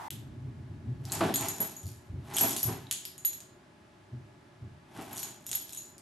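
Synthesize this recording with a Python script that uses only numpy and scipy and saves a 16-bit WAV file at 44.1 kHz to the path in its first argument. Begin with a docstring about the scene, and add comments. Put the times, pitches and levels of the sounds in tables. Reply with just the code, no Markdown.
"""Two metal tags on a puppy's collar clash and chatter against their ring in short bursts.
Each hit makes a sharp click and leaves the tags ringing for a moment.
She is pouncing about on a bed in a small bedroom: her paws pat the duvet, the cloth rustles,
the mattress thuds and the bed rumbles, all over faint room noise and a steady hum.
At the very start comes a short hollow rush, then the sound drops out for an instant."""
import sys
import numpy as np
from scipy import signal
from scipy.fft import rfft, irfft, next_fast_len
from scipy.io import wavfile
from scipy.ndimage import uniform_filter1d

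SR = 44100
rng = np.random.default_rng(int(sys.argv[2]) if len(sys.argv) > 2 else 0)


def transcribe(signal):
    """Save signal, clipped to [-1, 1], as a 16-bit WAV file at the path in sys.argv[1]."""
    frames = np.atleast_2d(signal).T
    limited = np.clip(frames, -1, 1)
    pcm = np.round(limited * 32767).astype(np.int16)
    wavfile.write(sys.argv[1], SR, pcm)


N = 265437  # about 6 seconds


def amp(db):
    """Turn decibels into a number to multiply by."""
    return 10 ** (np.asarray(db) / 20)


def unit(x):
    """Scale a sound to an average (rms) level of 1."""
    return x / np.sqrt(np.mean(x ** 2) + 1e-20)


def along(points, hz):
    """Read between (Hz, value) points on a logarithmic pitch scale."""
    point_hz, values = np.transpose(points)
    return np.interp(np.log(hz + 1), np.log(point_hz + 1), values)


def seconds(size):
    """The time of each sample."""
    return np.arange(size) / SR


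def fade(t, t60):
    """Die away by 60 dB in t60 seconds, the fade time."""
    return amp(-60 * t / t60)


def add(track, start, sound):
    """Mix a sound into a track at a start time in seconds."""
    part = track[..., max(round(start * SR), 0):][..., :sound.shape[-1]]
    part += sound[..., :part.shape[-1]]


def filtered(x, response):
    """Turn each frequency up or down by response(hz)."""
    size = x.shape[-1]
    padded = next_fast_len(size + 2048)
    return irfft(rfft(x, padded) * response(np.fft.rfftfreq(padded, 1 / SR)), padded)[..., :size]


def coloured(x, colour, size=2048):
    """Give a sound a tone colour without smearing it back in time."""
    gains = amp(along(colour, np.fft.rfftfreq(size, 1 / SR)))
    cepstrum = irfft(np.log(gains + 1e-6))
    cepstrum[1:size // 2] *= 2  # move the filter's response to after the hit
    cepstrum[size // 2 + 1:] = 0
    response = irfft(np.exp(rfft(cepstrum)))
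    return signal.fftconvolve(x, response / np.linalg.norm(response))[:len(x)]


def ringing(tones, t, scatter_db, detune):
    """The fading tones of a struck object; each blow lands elsewhere, so they vary a little."""
    hz, db, t60 = np.transpose(tones)[:, :, None]
    strength, shift, phase = rng.standard_normal((3, len(tones), 1))
    waves = np.sin(2 * np.pi * (hz * (1 + detune * shift) * t + phase))
    return np.sum(amp(db + scatter_db * strength) * waves * fade(t, t60), axis=0)


def ticks(per_second, spread_db, size=N):
    """Tiny ticks at random moments."""
    hits = rng.random(size) < per_second / SR
    return unit(hits * amp(spread_db * rng.standard_normal(size)) * rng.choice([-1, 1], size))


def swells(rows, rise_db_per_s, fall_db_per_s):
    """A loudness curve that builds to each (seconds, dB) peak and dies away."""
    peak_s, db = np.transpose(rows)[:, :, None]
    t = seconds(N) - peak_s
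    below_peak_db = np.maximum(-rise_db_per_s * t, fall_db_per_s * t)
    return np.linalg.norm(amp(db - below_peak_db), axis=0)


# How alike left and right sound. Each row: frequency in Hz, likeness (1 means the same).
LIKENESS = [(150, 0.98), (500, 0.62), (1200, 0.13), (4800, 0.48), (7200, 0.36), (9000, 0.37), (12000, 0.18)]

def surrounding_noise(size):
    """Stereo hiss arriving from all sides."""
    def shares(hz):
        angle = np.arccos(np.clip(along(LIKENESS, hz), -1, 1)) / 2
        return np.array([np.cos(angle), np.sin(angle)])
    middle, side = filtered(rng.standard_normal((2, size)), shares)
    return np.array([middle + side, middle - side])


def rush(colour):
    """Steady noise from all sides with the given tone colour."""
    return unit(filtered(surrounding_noise(N), lambda hz: amp(along(colour, hz))))


# The bedroom's echo. Each row: frequency in Hz, fade time in seconds.
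ECHO_FADES = [(150, 0.77), (1000, 0.32), (4000, 0.49), (8000, 0.36), (11500, 0.29), (14000, 0.18)]

def in_room(x, echo_db, build_s=0.0019):
    """Add the echo off the walls; its highest treble dies first."""
    hz, t, spectrum = signal.stft(surrounding_noise(SR // 2), SR, nperseg=256)
    echo = signal.istft(spectrum * fade(t, along(ECHO_FADES, hz)[:, None]), SR, nperseg=256)[1]
    echo *= 1 - np.exp(-(seconds(echo.shape[1]) / build_s) ** 2)
    echo *= amp(echo_db) / np.linalg.norm(echo[0])
    echo[:, 0] += 1  # the direct sound
    return signal.fftconvolve(x[None], echo, axes=1)[:, :N]


# The colour of the room noise. Each row: frequency in Hz, relative level in dB.
AIR_COLOUR = [(15, -55), (25, -34), (108, -5.5), (263, -12), (373, -8), (489, -28), (591, -12.5),
              (818, -22), (887, -18.5), (1740, -23), (11300, -43.5), (16000, -65.5)]
# The tones of the hum. Each row: pitch in Hz, relative level in dB.
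HUM_TONES = [(118.4, -77), (376.8, -75), (845.2, -70.5), (1685, -75)]

def background():
    """Faint room noise and a hum of a few steady tones."""
    t = seconds(N)
    hum = sum(amp(db) * np.sqrt(2) * np.sin(2 * np.pi * (hz * t + rng.random())) for hz, db in HUM_TONES)
    return amp(-57.5) * rush(AIR_COLOUR) + amp(-3.5) * hum


# The colour of the opening rush. Each row: frequency in Hz, relative level in dB.
HOLLOW_COLOUR = [(60, -22), (250, -3), (500, -17), (740, 3), (920, 7.5), (1250, -8), (1700, -7.5),
                 (2500, -18), (12000, -28)]

def hollow_rush():
    """A short hollow rush of noise at the start."""
    return amp(-43) * (seconds(N) < 0.084) * rush(HOLLOW_COLOUR)


# Paws and snout brushing the cloth. Each row: time of the peak in seconds, relative level in dB.
STROKES = [(1.15, -42), (1.25, -38.5), (1.43, -40.5), (1.62, -48), (2.33, -45), (2.44, -38.5), (2.69, -45),
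           (4.99, -47.5), (5.12, -49.5), (5.25, -54.5), (5.52, -57.5)]

def stroke_strength():
    """How hard she works the bedding at each moment."""
    return swells(STROKES, rise_db_per_s=213, fall_db_per_s=101.5)


# The colour of the rustle. Each row: frequency in Hz, relative level in dB.
CLOTH_COLOUR = [(80, -24.5), (180, -6), (380, 0.5), (500, -15), (760, 1), (1250, -9.5), (3400, -14.5),
                (4800, -22), (11500, -25), (15000, -44.5)]

def cloth_rustle():
    """Folds of cloth catch and slip many times a second as she strokes them."""
    catches = coloured(ticks(per_second=1700, spread_db=0.5), CLOTH_COLOUR)
    return in_room(amp(2) * stroke_strength() * catches, echo_db=-5)


# Her weight landing. Each row: start in seconds, relative level in dB, pitch in Hz, seconds to sink in.
THUDS = [(0.442, -31, 125.2, 0.011), (0.851, -26, 121.3, 0.049), (1.83, -31.5, 91.6, 0.014),
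         (2.092, -32, 93.4, 0.012), (2.13, -30, 90.8, 0.012), (2.648, -26.5, 118.5, 0.0068),
         (4.123, -33, 121.6, 0.012), (4.599, -32.5, 109.3, 0.063)]
# The mattress's tones. Each row: multiple of the pitch, relative level in dB, fade time in seconds.
MATTRESS_TONES = [(.82, -10.5, 0.51), (1.002, 3.5, 0.24), (1.9, -11.5, 0.21), (2.7, -21, 0.098)]

def mattress_thuds():
    """Soft blows make the mattress ring at a pitch set by where they land."""
    out, t = np.zeros(N), seconds(SR // 2)
    for start, db, hz, sink_s in THUDS:
        sink = 1 - np.exp(-(t / sink_s) ** 2)
        tone = ringing(np.array(MATTRESS_TONES) * [hz, 1, 1], t, scatter_db=0.8, detune=0.015)
        add(out, start, amp(db + 0.1) * sink * tone)
    return out


# The colour of the rocking bed. Each row: frequency in Hz, relative level in dB.
RUMBLE_COLOUR = [(25, -32.5), (55, -15.5), (88, -1), (128, 5), (180, -11.5), (230, -9.5), (380, -17),
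                 (490, -31.5), (700, -33.5), (1400, -65.5)]

def bed_rumble():
    """The bed rocks as she wags her tail, with every stroke and just after every landing."""
    t = seconds(N)
    wag_start_s, wag_end_s, wag_hz = 0.12, 1.25, 6.86
    rise, fall = 438, 89.5  # dB per second
    quieter_db = np.maximum(rise * (wag_start_s - t), fall * (t - wag_end_s)).clip(0)
    quiver_db = np.sin(2 * np.pi * wag_hz * (t - wag_start_s))
    wag = amp(-44 - quieter_db + quiver_db)
    landings = swells([(start + 0.029, db - 11) for start, db, *_ in THUDS], rise, fall)
    strokes = amp(-2.5) * stroke_strength()
    return np.linalg.norm([wag, landings, strokes], axis=0) * rush(RUMBLE_COLOUR)


# Paws hitting the duvet. Each row: start in seconds, relative level in dB.
PATS = [(1.207, -14.5), (1.234, -23.5), (1.288, -26.5), (1.600, -31.5), (2.41, -30), (2.439, -27.5),
        (2.685, -29.5), (4.988, -35.5)]
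# The colour of a pat. Each row: frequency in Hz, relative level in dB.
PAT_COLOUR = [(60, -34), (130, -7), (270, -1.5), (440, -4.5), (505, -17), (700, -3), (950, -15),
              (1500, -17), (1900, -25), (4000, -31), (10000, -55.5)]

def paw_pats():
    """Each paw slaps a puff of air out of the duvet."""
    out, t = np.zeros(N), seconds(SR // 4)
    for start, db in PATS:
        onset = 1 - np.exp(-t / 0.0003)
        puff = rng.standard_normal(len(t)) * onset * fade(t, 0.19)
        add(out, start, amp(db - 4.5) * coloured(puff, PAT_COLOUR))
    return in_room(out, echo_db=-6.5)


# Knocks of the steel ring. Each row: start in seconds, level in dB, pitch in Hz.
CLINKS = [(1.099, -35.5, 4140), (1.341, -29, 3330), (2.371, -22.5, 3220), (2.378, -22.5, 3300),
          (2.386, -25, 3000), (2.869, -40.5, 3850)]

def ring_clinks():
    """The ring knocks on its collar loop, which holds it, so the clink dies almost at once."""
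    out, t = np.zeros(N), seconds(SR // 10)
    for start, db, hz in CLINKS:
        add(out, start, amp(db) * np.sin(2 * np.pi * hz * t) * fade(t, 0.012))
    return in_room(out, echo_db=-4)


def clack(t, t60, count=9):
    """A metal click: a few very short tones that change with the spot that is hit."""
    hz = rng.uniform(2200, 15000, (count, 1))
    waves = np.sin(2 * np.pi * (hz * t + rng.random((count, 1))))
    click = waves.sum(axis=0) * fade(t, t60)
    return click / np.linalg.norm(click)


# The colour of metal hitting metal. Each row: frequency in Hz, relative level in dB.
CLASH_COLOUR = [(300, -38.5), (1500, -6.5), (2400, -7.5), (3200, -4), (5000, -4), (7500, 0), (9000, 1.5),
                (12000, 1), (13000, -5.5), (15000, -19.5)]
# The tags' high and low tones, brief because the tags muffle each other.
# Each row: pitch in Hz, relative level in dB, fade time in seconds.
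HIGH_TAG_TONES = [(11410, -0.5, 0.066), (11440, 3.5, 0.065)]
LOW_TAG_TONES = [(4074, -24.5, 0.3), (6595, -8.5, 0.11), (6810, -2.5, 0.055), (6966, -1, 0.06),
                 (7060, -18.5, 0.51)]
# Swings of the collar. Each row: time of the peak in seconds, relative level in dB.
SWINGS = [(1.15, -48), (1.43, -48.5), (1.6, -45), (1.86, -56.5), (2.39, -38), (2.5, -41.5), (2.57, -41),
          (2.96, -61), (3.29, -60), (5.0, -57), (5.18, -45), (5.51, -46.5), (5.73, -48.5)]

def tag_chatter():
    """As the collar swings, tags and ring touch lightly at several spots, each with its own sound."""
    swing = swells(SWINGS, rise_db_per_s=283.5, fall_db_per_s=138.5)
    out, t = np.zeros(N), seconds(SR // 4)
    for spot in range(8):
        click = coloured(clack(t, t60=0.0058), CLASH_COLOUR)
        tone = ringing(HIGH_TAG_TONES + LOW_TAG_TONES, t, scatter_db=1, detune=0.004)
        touch = click / np.linalg.norm(click) + amp(-5.5) * tone / np.linalg.norm(tone)
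        hits = swing * ticks(per_second=18, spread_db=0)
        out += signal.fftconvolve(hits, touch)[:N]  # one touch for every hit
    return in_room(amp(-6) * out, echo_db=-1)


# The clearest hits of tag on tag.
# Each row: start in seconds, then relative levels in dB of the click, the high tones and the low tones.
CLASHES = [(0.1057, -34, -47, -69), (1.053, -43.5, -72, -70), (1.1203, -29.5, -54, -41.5),
           (1.125, -33, -32, -55), (1.341, -30.5, -33, -34), (1.3587, -26.5, -29, -28),
           (1.4102, -35, -41, -43), (1.485, -31, -42.5, -33.5), (1.604, -37, -32, -37.5),
           (1.765, -53, -48, -41), (2.3435, -53, -66, -34), (2.367, -27.5, -33.5, -48),
           (2.3844, -25, -48, -45), (2.41, -28, -20, -36), (2.4314, -42, -26, -35),
           (2.5651, -30, -37, -41.5), (2.6302, -32, -25.5, -37), (2.912, -25.5, -55, -39),
           (2.9155, -37.5, -61, -40), (2.9261, -30.5, -56, -39), (3.0527, -36, -49, -51),
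           (3.18, -46.5, -65, -45), (3.2494, -34.5, -22.5, -34.5), (3.2575, -38, -37, -32),
           (3.3326, -43.5, -57, -47), (3.4044, -44, -69, -52.5), (5.13, -45, -43, -50),
           (5.181, -37.5, -36, -51), (5.2306, -36, -41.5, -35.5), (5.466, -37.5, -44, -44),
           (5.5152, -31.5, -46, -38), (5.53, -33, -49, -35), (5.5512, -35, -33, -51),
           (5.6933, -42.5, -50, -55), (5.7736, -50, -51, -37), (5.9813, -49, -78, -72)]

def tag_clashes():
    """Each hit clicks, bounces in a brief buzz of edge on edge, and sets the tags ringing."""
    out, t = np.zeros((2, N)), seconds(SR // 2)
    build = 1 - np.exp(-t / 0.00094)  # the tags take a moment to ring fully
    for start, click_db, high_db, low_db in CLASHES:
        buzz = ticks(per_second=1600, spread_db=1, size=len(t)) * fade(t, 0.047)
        edge = clack(t, t60=0.0023, count=14) + amp(-7) * buzz / np.linalg.norm(buzz)
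        click = amp(click_db + 20) * coloured(edge, CLASH_COLOUR)
        high = amp(high_db + 1.5) * ringing(HIGH_TAG_TONES, t, scatter_db=4, detune=0.0015)
        low = amp(low_db + 3) * ringing(LOW_TAG_TONES, t, scatter_db=0.5, detune=0.005)
        add(out, start, in_room(click + build * (high + low), echo_db=-1))
    return out


def scene():
    """Collar, bed and room together."""
    collar = tag_clashes() + tag_chatter() + ring_clinks()
    bed = paw_pats() + mattress_thuds() + bed_rumble() + cloth_rustle()
    return collar + bed + background() + hollow_rush()


def record(dry):
    """The sound drops out for an instant near the start, and the very highest treble is cut."""
    t, top_hz = seconds(N), 15300
    sound_on = (t < 0.083) | (t > 0.103)
    gate = uniform_filter1d(1.0 * sound_on, size=64)  # soften the edges of the gap
    return filtered(dry * gate, lambda hz: 1 / (1 + (hz / top_hz) ** 90))


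dry = scene()
out = record(dry)
transcribe(out)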